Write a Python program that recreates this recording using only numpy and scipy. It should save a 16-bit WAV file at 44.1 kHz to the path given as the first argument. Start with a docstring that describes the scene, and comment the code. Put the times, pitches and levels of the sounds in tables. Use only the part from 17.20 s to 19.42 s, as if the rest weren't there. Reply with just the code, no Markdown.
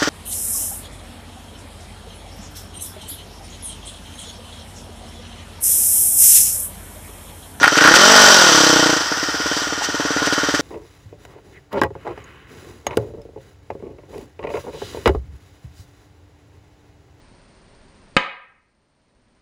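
"""Stone snapped onto a wooden board

A go stone is snapped down on a thick board in a small quiet room: four contacts within 13 ms.
Each contact excites decaying modes (damped sines) and a crack (decaying noise); filtered noise is the room's
reply, made brighter by a short noise burst. Beneath lie steady noise and the pulsing, ticking whine of a
camera, whose gain control turns everything down at the clack and slowly back up; what still exceeds the
ceiling clips."""
import sys
import numpy as np
from scipy import signal
from scipy.fft import irfft
from scipy.io import wavfile
from scipy.ndimage import uniform_filter1d

SR = 44100
rng = np.random.default_rng(int(sys.argv[2]) if len(sys.argv) > 2 else 0)


def put_to_file(sound):
    """Save the sound as 16-bit audio at rate SR, in the file named by the first command-line argument."""
    columns = np.atleast_2d(sound).T  # one column per channel
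    safe = np.clip(columns, -1, 1)
    whole_steps = np.round(safe * 32767)
    wavfile.write(sys.argv[1], SR, whole_steps.astype(np.int16))


N = 97857


def amp(db):
    """Decibel law: twenty decibels are a factor of ten in amplitude."""
    return 10 ** (np.asarray(db) / 20)


def unit_rms(x):
    """Root-mean-square normalization: scales a signal to rms 1."""
    return x / np.sqrt(np.mean(x ** 2) + 1e-20)


def read_column(points, hz, column=1):
    """Interpolation: joins one table column by straight lines over log frequency."""
    table = np.transpose(points)
    return np.interp(np.log(hz + 1), np.log(table[0] + 1), table[column])


def add(mix, start_s, sound):
    """Superposition: adds a sound to the mix from a given time."""
    part = mix[round(start_s * SR):][:len(sound)]
    part += sound[:len(part)]


def shaped_noise(spectrum, size):
    """Spectral synthesis: random phases under a given spectrum make noise of rms 1."""
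    hz = np.fft.rfftfreq(size, 1 / SR)
    phases = np.exp(2j * np.pi * rng.random(len(hz)))
    return unit_rms(irfft(amp(read_column(spectrum, hz)) * phases, size))


def low_pass(x, hz):
    """Linear-phase filtering: a long windowed filter gives a steep band limit."""
    taps = signal.firwin(301, hz, window=("kaiser", 7), fs=SR)
    return signal.oaconvolve(x, taps[None], "same")


# contacts of the stone with the board: t/s, strength level/dB
CONTACTS = [(0.9666, 0.5), (0.9706, -7.5), (0.9729, -14.5), (0.9792, -31)]
# modes of board and stone: f/Hz, level/dB at a contact of strength 0 dB, t60/s
BOARD_MODES = [(194, -15, 0.2), (276, -3, 0.032), (556.4, 5, 0.051), (745.6, 4.6954, 0.026),
               (851.2, -4.5, 0.191), (997.06, -3.5, 0.164), (1226.1, 8, 0.048), (1293.3, 2.5, 0.077),
               (1604.4, 5.52, 0.134), (1850.6, 0, 0.16), (2113, 9.5, 0.048), (2237.9, 6.5, 0.04),
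               (2379, -2.5, 0.078), (2534.6, 1, 0.051), (2872, 0.5, 0.084), (3058, 5, 0.062),
               (3266, 4, 0.009), (3701, -1.34, 0.05), (3846, 16, 0.006), (4147, -17, 0.073),
               (4620, 3, 0.017)]
# relative spectrum of the hard crack of stone on wood: f/Hz, level/dB per Hz
CRACK_SPECTRUM = [(40, -4), (200, 14), (600, -9.5), (1300, 10), (3000, 9), (4200, -0.5), (5600, -12),
                  (9000, -35.5)]
CRACK_DB, CRACK_DECAY_S = 15, 0.0022  # initial rms at a contact of strength 0 dB; time to fall to 1/e


def stone():
    """Modal excitation: every impact starts damped sines and a brief broadband crack."""
    t = np.arange(SR // 4) / SR
    clack = np.zeros(N)
    ring = sum(amp(db - 60 * t / t60) * np.sin(2 * np.pi * hz * t) for hz, db, t60 in BOARD_MODES)
    for start_s, strength_db in CONTACTS:
        # the short noise repeats, but has nearly died away by then
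        grain = np.resize(shaped_noise(CRACK_SPECTRUM, size=512), len(t))
        crack = grain * np.exp(-t / CRACK_DECAY_S)
        add(clack, start_s, amp(strength_db) * (ring + amp(CRACK_DB) * crack))
    return clack


# relative spectrum of the noise burst that feeds the room: f/Hz, level/dB per Hz
BURST_SPECTRUM = [(40, -20), (140, -9.5), (195, 9.5), (320, -10.5), (800, -0.5), (1500, -0.5), (2500, -4),
                  (3100, 5), (3700, 4.5), (4600, -1), (5500, -3.5), (6400, 0.5), (8000, -20.5)]
BURST_DB, BURST_DECAY_S = 17, 0.0014  # initial rms; time to fall to 1/e


def room_burst():
    """Broadband excitation: a noise burst at the first contact makes the echo brighter and less tonal."""
    t = np.arange(2048) / SR
    out = np.zeros(N)
    burst = shaped_noise(BURST_SPECTRUM, size=len(t)) * np.exp(-t / BURST_DECAY_S)
    first_contact_s = CONTACTS[0][0]
    add(out, first_contact_s, amp(BURST_DB) * burst)
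    return out


# reverberation of the room: f/Hz, relative echo level/dB, t60/s
ROOM_DECAY = [(100, -15, 0.39), (200, -9, .36), (350, -6, 0.31), (481, -3.5, .48), (1000, 0, .54),
              (1983.3, 1, 0.59), (2890, -2.5, .5), (4200, -5, .4), (6000, -13, 0.28), (8900, -11.5, .25)]
ROOM_DB = -16.5  # level of the whole response, its tail scaled to unit energy before the build-up
ROOM_DELAY_S, ROOM_BUILD_S = 0.006, 0.006


def room(x):
    """Diffuse reverberation: dense echoes build up, then die away, the middle range last."""
    hz, t, bands = signal.stft(rng.choice([-1., 1.], SR), SR, nperseg=256)
    level_db = read_column(ROOM_DECAY, hz)[:, None]
    t60 = read_column(ROOM_DECAY, hz, column=2)[:, None]
    bands = bands * amp(level_db - 60 * t / t60)
    tail = signal.istft(bands, SR, nperseg=256)[1][:SR]
    build = np.clip((np.arange(SR) / SR - ROOM_DELAY_S) / ROOM_BUILD_S, 0, 1)
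    response = tail * build / np.linalg.norm(tail)
    return amp(ROOM_DB) * signal.fftconvolve(x, response)[:N]


# partials of the camera's whine: f/Hz, rms level/dB before it sags and rests
WHINE = [(990.5, -78), (7865, -80.5), (8909.5, -68)]
CYCLE_S, FIRST_TICK_S = 1 / 15, 0.0173
SAG_DB = -3  # slope of the sag, dB per whole cycle
REST_SHARE, REST_DB = 0.26, -7.5  # last part of each cycle, and its level
TICK_DB, TICK_HZ, TICK_DECAY_S = -40, 4574, 0.00012


def camera_whine():
    """Amplitude modulation: steady partials sag, rest and restart with a tick 15 times a second."""
    t = np.arange(N) / SR
    since_tick = (t - FIRST_TICK_S) % CYCLE_S
    cycle = since_tick / CYCLE_S
    level_db = np.where(cycle > 1 - REST_SHARE, REST_DB, SAG_DB * cycle)
    level = uniform_filter1d(amp(level_db), size=90)  # rounds the steps over 2 ms
    # the root of two turns rms into peak
    whine = sum(np.sqrt(2) * amp(db) * np.sin(2 * np.pi * (hz * t + rng.random())) for hz, db in WHINE)
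    tick = amp(TICK_DB) * np.exp(-since_tick / TICK_DECAY_S) * np.sin(2 * np.pi * TICK_HZ * since_tick)
    return level * whine + tick


# relative spectrum of steady room noise and hiss: f/Hz, level/dB per Hz
FLOOR_SPECTRUM = [(12, -27.5), (20, 0.5), (173, -8), (234, -6), (334, -13), (379, -9.5), (477, -15.5),
                  (570, -11.5), (753, -18), (970, -15.5), (1160, -20), (1970, -21.5), (2420, -24),
                  (3720, -28), (4230, -25), (7390, -36), (8600, -44.5), (11200, -65), (18900, -120)]
FLOOR_DB, FLOOR_TOP_HZ = -51, 8950  # rms before the band limit; band limit


def noise_floor():
    """Stationary noise: a fixed spectrum with a steep upper limit."""
    return low_pass(amp(FLOOR_DB) * shaped_noise(FLOOR_SPECTRUM, size=N)[None], FLOOR_TOP_HZ)


def scene():
    """Superposition: the clack and its echo, the burst by way of the room only, whine and noise."""
    clack = stone()
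    echo = room(clack)
    burst_echo = room(room_burst())
    return clack + echo + burst_echo + camera_whine() + noise_floor()


# gain control: threshold, power averaging time, time constant of the gain, recovery rate
LIMIT_DB, SENSE_S, ATTACK_S, RECOVER_DB_PER_S = -4, 0.004, 0.00034, 8
CEILING = 0.89  # clipping amplitude, full scale = 1
EDGE_HZ, LEAK_DB = 9550, -29.5  # band limit, and gain of what lies above it
TOP_HZ = 15500  # final band limit


def record(dry):
    """Compression and clipping: gain drops fast and creeps back; peaks clip, then the band is limited."""
    keep = np.exp(-1 / (SENSE_S * SR))
    power = signal.lfilter([1 - keep], [1, -keep], dry[0] ** 2)
    power_db = 10 * np.log10(power + 1e-12)
    # a running maximum that falls at the recovery rate
    creep_db = np.arange(N) / SR * RECOVER_DB_PER_S
    held_db = np.maximum.accumulate(power_db + creep_db) - creep_db
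    over_db = np.maximum(held_db - LIMIT_DB, 0)
    lag = np.exp(-1 / (ATTACK_S * SR))
    ducked = dry * amp(-signal.lfilter([1 - lag], [1, -lag], over_db))
    clipped = np.clip(ducked, -CEILING, CEILING)
    narrow = low_pass(clipped, EDGE_HZ)
    leak = amp(LEAK_DB) * (clipped - narrow)
    return low_pass(narrow + leak, TOP_HZ)


dry = scene()
out = record(dry)
put_to_file(out)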